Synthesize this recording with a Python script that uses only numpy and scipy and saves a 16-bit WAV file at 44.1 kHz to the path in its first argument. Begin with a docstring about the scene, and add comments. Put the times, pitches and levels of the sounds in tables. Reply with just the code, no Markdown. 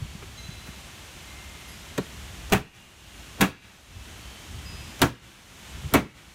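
"""One light tap, then four hard, hollow knocks: a rubber mallet seats a plastic step tread on a patio.
Each blow flexes the tread, snaps its joint and sets the panels ringing; hands bump and scuff the plastic.
Behind it a faint wind chime tinkles, leaves hiss and a breeze rumbles on the microphone.
Automatic gain control ducks the whole mix after every hard knock."""
import sys
import numpy as np
from scipy import signal
from scipy.fft import rfft, irfft
from scipy.io import wavfile
from scipy.ndimage import uniform_filter1d, minimum_filter1d

SR = 44100
rng = np.random.default_rng(int(sys.argv[2]) if len(sys.argv) > 2 else 0)


def unload_audio(sound):
    """Save the sound as a 16-bit wav file, at the path given as the first command line argument."""
    columns = np.transpose(np.atleast_2d(sound))
    # keep every value between -1 and 1, then stretch to whole-number steps
    steps = np.round(np.clip(columns, -1, 1) * 32767)
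    wavfile.write(sys.argv[1], SR, steps.astype(np.int16))


N = 279831
TIME = np.arange(N) / SR
RING_TIME = np.arange(SR // 2) / SR

# Mallet blows: (time [s], strength [dB], spot struck [0-4], snap trim [dB], clatter trim [dB],
# clatter tilt [dB/octave], snap tilt [dB/octave], nearest rib's resonance [Hz], rib boost [dB],
# slip delay [s], slip trim [dB], thud trim [dB])
BLOWS = [(1.978, -3.5, 0, -9.5, -5.5, -3.5, -3.5, 4100, 14.5, .003, -26, -17.5),
         (2.5228, 15.5, 1, -2.5, -3.5, -0.23, -4.5, 2550, 4.5, .0105, -19.5, -14),
         (3.408, 15, 2, -5.5, -0.5, -0.3, -4, 2640, 4.5, 0.0054, -6.5, -11),
         (5.0170, 15.5, 3, .5, -3, -0.5, -3, 6200, 2.5, 0.013, -25, -20),
         (5.9377, 15.5, 4, -5, 0, -1.4, 5.5, 2220, 5.5, 0.014, -23, -29)]


def mallet(snap_db=-15, snap_t60=0.044, slip_t60=0.019, slip_tilt_db=-2.5, press_db=-36, lead_s=0.01045):
    """The rubber head presses the tread down; then the joint snaps, the panels ring, the joint slips."""
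    # Small ticks of the joint around a blow: (time [s], level [dB])
    ticks = [(2.5, -34), (2.5797, -25), (4.994, -35)]
    out = np.zeros(N)
    for (s, db, spot, joint_db, panel_db, tilt_db, snap_tilt_db,
         rib_hz, rib_db, slip_after_s, slip_db, thud_db) in BLOWS:
        stretch = 0.51 * 2 ** (db / 22.5)  # harder blows shake more of the step and ring longer
        body = step_modes(spot, stretch) + amp(thud_db) * thud()
        panels = amp(panel_db) * clatter(tilt_db, stretch, rib_hz, rib_db)
        joint = amp(joint_db + snap_db) * snap(snap_t60, snap_tilt_db)
        add(out, s - lead_s, amp(db + press_db) * flex(hz=115, half_s=0.0093))
        add(out, s, amp(db) * (body + panels + joint))
        add(out, s + slip_after_s, amp(db + slip_db) * snap(slip_t60, slip_tilt_db))
    for s, db in ticks:
        add(out, s, amp(db) * snap(t60=0.012, tilt_db=slip_tilt_db))
    return out


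def step_modes(spot, stretch, spread_s=0.0058, path_s=0.00077, level_db=2):
    """The pitched body of the knock: where the mallet lands sets how much each mode rings."""
    # Strong modes of the step: (frequency [Hz], t60 before stretch [s], then level [dB] when struck
    # at spot 0 far top, 1 far corner, 2 far rim, 3 middle rim, 4 near rim)
    modes = [(68, .3, -30, -31, -44, -27, -26), (84, .22, -38, -30, -44, -28, -27),
             (113, .23, -34, -27, -36, -25, -24), (128, .24, -29, -25, -25, -22, -26),
             (152, .16, -30, -30, -23, -24, -26), (172, .17, -23, -26, -28, -18, -17),
             (186, .18, -19, -21, -17, -23, -25), (195, .16, -24, -20, -16, -34, -34),
             (208, .18, -28, -28, -28, -21, -19), (255, .16, -19, -35, -33, -24, -22),
             (285, .19, -20, -42, -17, -18, -15), (349, .16, -24, -26, -26, -18, -23),
             (384, .16, -22, -24, -27, -25, -21), (419, .19, -21, -19, -25, -30, -24),
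             (457, .17, -22, -32, -27, -29, -34), (557, .16, -22, -32, -34, -26, -24),
             (618, .16, -29, -25, -31, -29, -26), (686, .15, -36, -27, -30, -23, -24),
             (755, .15, -36, -25, -31, -27, -29), (790, .15, -35, -27, -31, -28, -27),
             (904, .15, -30, -33, -30, -24, -26), (965, .15, -34, -28, -22, -34, -28),
             (1100, .16, -33, -31, -21, -24, -28), (1360, .16, -31, -31, -32, -24, -25),
             (1488, .16, -35, -35, -33, -26, -29), (1608, .15, -36, -27, -28, -28, -33),
             (1684, .16, -35, -34, -24, -29, -32), (1876, .17, -32, -29, -28, -32, -27),
             (2312, .16, -42, -32, -31, -31, -27), (2592, .16, -42, -28, -27, -32, -25)]
    out = np.zeros(len(RING_TIME))
    for order, (hz, t60, *spot_db) in enumerate(modes):
        envelope = fade(RING_TIME, t60 * stretch) * build_up(hz, spread_s * stretch)
        ring = np.sin(2 * np.pi * hz * RING_TIME) * envelope
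        side = (-1) ** order  # each further nodal line flips the side that faces the microphone
        add(out, path_s * np.sqrt(1000 / hz), side * amp(spot_db[spot] + level_db) * ring)
    return out


def clatter(tilt_db, stretch, rib_hz, rib_db, rib_octaves=0.2, spread_s=0.0025, level_db=-14):
    """Countless panel modes blur into noise, lifted at a rib's resonance; each band has its own decay."""
    # Dense panel modes: (frequency [Hz], spectral level [dB], t60 before stretch [s])
    bands = [(128, 8.5, 0.31), (300, 3, 0.33), (616, 1.5, 0.22), (1080, 3, 0.23), (2380, -0.5, 0.18),
             (3760, -8, 0.23), (5030, -18, 0.3), (6070, -12.5, 0.23), (10100, -19.5, 0.25),
             (15200, -17.5, 0.19)]
    size = len(RING_TIME)
    hz, db, t60 = np.transpose(bands)
    colour = np.column_stack([hz, db + tilt_db * np.log2(hz / 1000)])
    octaves = np.log2((np.fft.rfftfreq(size, 1 / SR) + 1) / rib_hz)
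    rib_boost = amp(rib_db * np.exp(-(octaves / rib_octaves) ** 2))
    bins = rfft(noise([(hz[0] / 2, db[0] - 11), *colour], size)) * rib_boost
    out = np.zeros(size)
    for band_hz, band_t60, share in zip(hz, t60, np.eye(len(hz))):
        band = irfft(bins * on_log_axis(hz, share, size), size)
        out += band * build_up(band_hz, spread_s) * fade(RING_TIME, band_t60 * stretch)
    return amp(level_db) * out


def build_up(hz, spread_s):
    """Bending waves fill the panels, in spread_s at 1 kHz; low ones travel slower and swell later."""
    return 1 - np.exp(-RING_TIME / (spread_s * np.sqrt(1000 / hz)))


def thud(hz=184, t60=0.12, spread_s=0.0047, path_s=0.0019):
    """The air inside the hollow tread booms for a few cycles."""
    t = np.maximum(RING_TIME - path_s, 0)
    return -np.cos(2 * np.pi * hz * t) * fade(t, t60) * (1 - np.exp(-t / spread_s))


def snap(t60, tilt_db):
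    """A bright crack as hard plastic slaps on plastic in the joint."""
    # Colour of the slap: (frequency [Hz], spectral level [dB])
    spectrum = [(300, -7.5), (1500, -8.5), (3500, 0), (5200, -5.5), (7000, -3), (10500, -7), (13000, -2.5),
                (16000, -15)]
    colour = [(hz, db + tilt_db * np.log2(hz / 4000)) for hz, db in spectrum]
    return noise(colour, len(RING_TIME)) * fade(RING_TIME, t60)


def flex(hz, half_s):
    """A soft, damped swing of the tread, centred half_s after its start."""
    t = np.arange(-half_s, half_s, 1 / SR)
    return -np.sin(2 * np.pi * hz * t) * np.exp(-(2 * t / half_s) ** 2)


def pre_knock_swell(level_db=-47, rise_t60=0.082):
    """A faint, brief swell of noise leads into each knock and softens its attack."""
    out = np.zeros(N)
    swell = fade(RING_TIME, rise_t60)[::-1]
    for s, db, *_ in BLOWS:
        dull_noise = noise([(60, -24), (250, 0), (1000, -6), (3000, -20), (7000, -31)], len(RING_TIME))
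        add(out, s - RING_TIME[-1], amp(db + level_db) * dull_noise * swell)
    return out


def hands():
    """Dull bumps and short scuffs as hands hold and shift the tread."""
    # Soft bumps of the tread: (time [s], level [dB], pitch [Hz], half-length [s])
    bumps = [(0.027, -24.5, 118, 0.013), (.155, -29, 149, 0.0071), (0.238, -41, 378, 0.016),
             (.494, -27.5, 132, 0.0084), (0.692, -33, 178, 0.0082), (3.974, -31, 86.3, 0.028),
             (5.845, -28, 124, 0.014), (5.866, -26.5, 118, 0.018)]
    # The tread rubs the side panel: (time [s], level [dB], length [s], top-end hiss [dB])
    scuffs = [(0.229, -41, 0.032, -42), (.678, -45, 0.062, -26), (5.838, -49, 0.028, -35)]
    out = np.zeros(N)
    for s, db, hz, half_s in bumps:
        add(out, s - half_s, amp(db) * flex(hz, half_s))
    for s, db, length_s, hiss_db in scuffs:
        colour = [(150, -12), (380, -3.5), (700, -9), (2200, -12), (4500, -30), (14000, hiss_db)]
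        rub = noise(colour, int(length_s * SR))
        add(out, s - length_s / 2, amp(db) * rub * np.hanning(len(rub)))
    return out


def patio(x, wet_db=-32, t60=0.69, onset_s=0.045):
    """Adds a faint tail of echoes scattered off the paving and the house wall."""
    # Colour of the tail: (frequency [Hz], spectral level [dB])
    spectrum = [(100, 6), (400, -9.5), (1200, -1), (2500, 7), (5000, 0), (9000, -12), (16000, -27)]
    onset = 1 - np.exp(-(RING_TIME / onset_s) ** 2)
    tail = noise(spectrum, len(RING_TIME)) * fade(RING_TIME, t60) * onset
    return x + amp(wet_db) * signal.fftconvolve(x, tail / np.linalg.norm(tail))[:N]


def wind_chime(ref_hz=4000, ref_t60=1.7, damping_power=1.53, attack_s=0.0057, twin_lag_s=0.017):
    """Close pairs of tube modes beat; high ones die sooner, and sharp touches favour them."""
    # Partials of each tube: (frequency [Hz], level [dB], beat rate [Hz], twin mode's share [dB])
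    tubes = {"a": [(2100, -8, 7.4, -15), (4013, 0.5, 14.6, -2.5), (6405, -3.5, 20, -2)],
             "b": [(2622, -4, 7, -15), (4974, 0.5, 4.6, -26), (11260, -29, 40, -7)],
             "c": [(2810, -1, 3.7, -29)], "d": [(3100, -1.5, 2.7, -29)], "e": [(4455, 0, 12, -12)]}
    # The clapper touches a tube: (time [s], tube, strength [dB], brightness [dB/octave])
    tinkles = [(0, "e", -56.5, 0), (.371, "a", -47, -1.5), (.401, "b", -61, -15), (1.27, "a", -62.5, -20),
               (1.678, "b", -66, 31), (2.78, "c", -48, 4), (3.92, "b", -58, -11), (4.21, "e", -55.5, 0),
               (4.24, "d", -51, -1), (4.652, "b", -45.5, 2.5)]
    out = np.zeros(N)
    for s, tube, touch_db, bright_db in tinkles:
        for hz, db, beat_hz, twin_db in tubes[tube]:
            beating = 1 + amp(twin_db) * np.exp(2j * np.pi * beat_hz * (TIME - twin_lag_s))
            pair = (np.exp(2j * np.pi * hz * TIME) * beating).imag
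            t60 = ref_t60 * (ref_hz / hz) ** damping_power
            envelope = fade(TIME, t60) * (1 - np.exp(-TIME / attack_s))
            add(out, s, amp(touch_db + db + bright_db * np.log2(hz / ref_hz)) * pair * envelope)
    return out


def leaves(level_db=-46.5):
    """A smooth hiss of distant leaves, stirring a little more as the breeze picks up."""
    # Colour of the hiss: (frequency [Hz], spectral level [dB])
    spectrum = [(88, -33), (150, -1.5), (201, -1.5), (249, -5), (348, -5), (475, -10), (649, -8.5),
                (759, -8.5), (1690, -9), (3160, -7.5), (4860, -15), (6390, -13), (11900, -22.5),
                (14800, -25), (16000, -41)]
    # Slow swells of the rustle: (time [s], level offset [dB])
    rustle = [(0, -1), (.7, 0.5), (2.4, 1.66), (3.2, -.5), (4.4, .5), (4.9, 2), (6.35, 1)]
    return amp(level_db + np.interp(TIME, *np.transpose(rustle))) * noise(spectrum, N)


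def breeze(steady_db=-48.5, edge_s=0.031):
    """Wind rumbles on the microphone; a few gusts rise, hold and fall over the steady bed."""
    # Colour of the rumble: (frequency [Hz], spectral level [dB])
    spectrum = [(12, -41), (25, -27), (46, -2), (65, 2.5), (81, -2.5), (123, -8), (155, -11.5), (247, -20),
                (350, -28), (460, -39), (770, -120)]
    # Gusts: (start [s], length [s], level [dB])
    gusts = [(0, .06, -34.5), (0.09, 0.64, -46), (2.097, 0.52, -44), (3.897, .12, -40.5),
             (4.493, 0.12, -37.5), (4.638, 0.26, -41.5), (5.721, 0.18, -38)]
    power = amp(steady_db) ** 2
    for start, length, db in gusts:
        inside_s = np.minimum(TIME - start, start + length - TIME)
        power += (amp(db) * np.clip(0.5 + inside_s / edge_s, 0, 1)) ** 2
    return np.sqrt(power) * noise(spectrum, N)


def duck(x, threshold_db, depth_db, hold_s, release_s):
    """Gain control: peaks over the threshold pull the gain down; it holds, then climbs back."""
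    over_db = np.clip(20 * np.log10(abs(x) + 1e-9) - threshold_db, 0, depth_db)
    half = max(int(hold_s * SR / 2), 1)
    held_db = -minimum_filter1d(-over_db, 2 * half + 1, origin=half)
    climb_db = TIME * depth_db / release_s
    cut_db = np.maximum.accumulate(held_db + climb_db) - climb_db
    ahead_db = -minimum_filter1d(-cut_db, size=41)  # a short look-ahead catches the first peak
    return x * amp(-uniform_filter1d(ahead_db, size=41))


def amp(db):
    """Decibels to gain."""
    return 10 ** (np.asarray(db) / 20)


def fade(t, t60):
    """Exponential decay, 60 dB down at t60."""
    return np.exp(-np.log(1000) * t / t60)


def add(mix, s, sound):
    """Mixes a sound in at time s."""
    part = mix[max(round(s * SR), 0):][:len(sound)]
    part += sound[:len(part)]


def on_log_axis(hz, values, size):
    """An EQ curve over the FFT bins, joining the points by straight lines in log frequency."""
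    return np.interp(np.log(np.fft.rfftfreq(size, 1 / SR) + 1), np.log(np.asarray(hz) + 1), values)


def noise(spectrum, size):
    """Noise of rms 1, coloured by points of (frequency [Hz], spectral level [dB])."""
    hz, db = np.transpose(spectrum)
    x = irfft(rfft(rng.standard_normal(size)) * amp(on_log_axis(hz, db, size)), size)
    return x / np.sqrt(np.mean(x ** 2) + 1e-20)


def scene():
    """The knocks and their echoes up front, handling and garden air behind, in mono."""
    return (patio(mallet()) + pre_knock_swell() + hands() + wind_chime() + leaves() + breeze())[None]


def record(dry, cutoff_hz=15950):
    """Slow and quick gain control, a peak limiter, then a steep low-pass."""
    x = duck(dry[0], threshold_db=-14, depth_db=7.0, hold_s=0.38, release_s=0.24)
    x = duck(x, threshold_db=-13, depth_db=6.5, hold_s=0.16, release_s=0.038)
    x = duck(x, threshold_db=-6.0, depth_db=42, hold_s=0.0016, release_s=0.01)
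    low_pass = signal.firwin(401, cutoff_hz, window=("kaiser", 9), fs=SR)
    return signal.oaconvolve(x, low_pass, "same")[None]


dry = scene()
out = record(dry)
unload_audio(out)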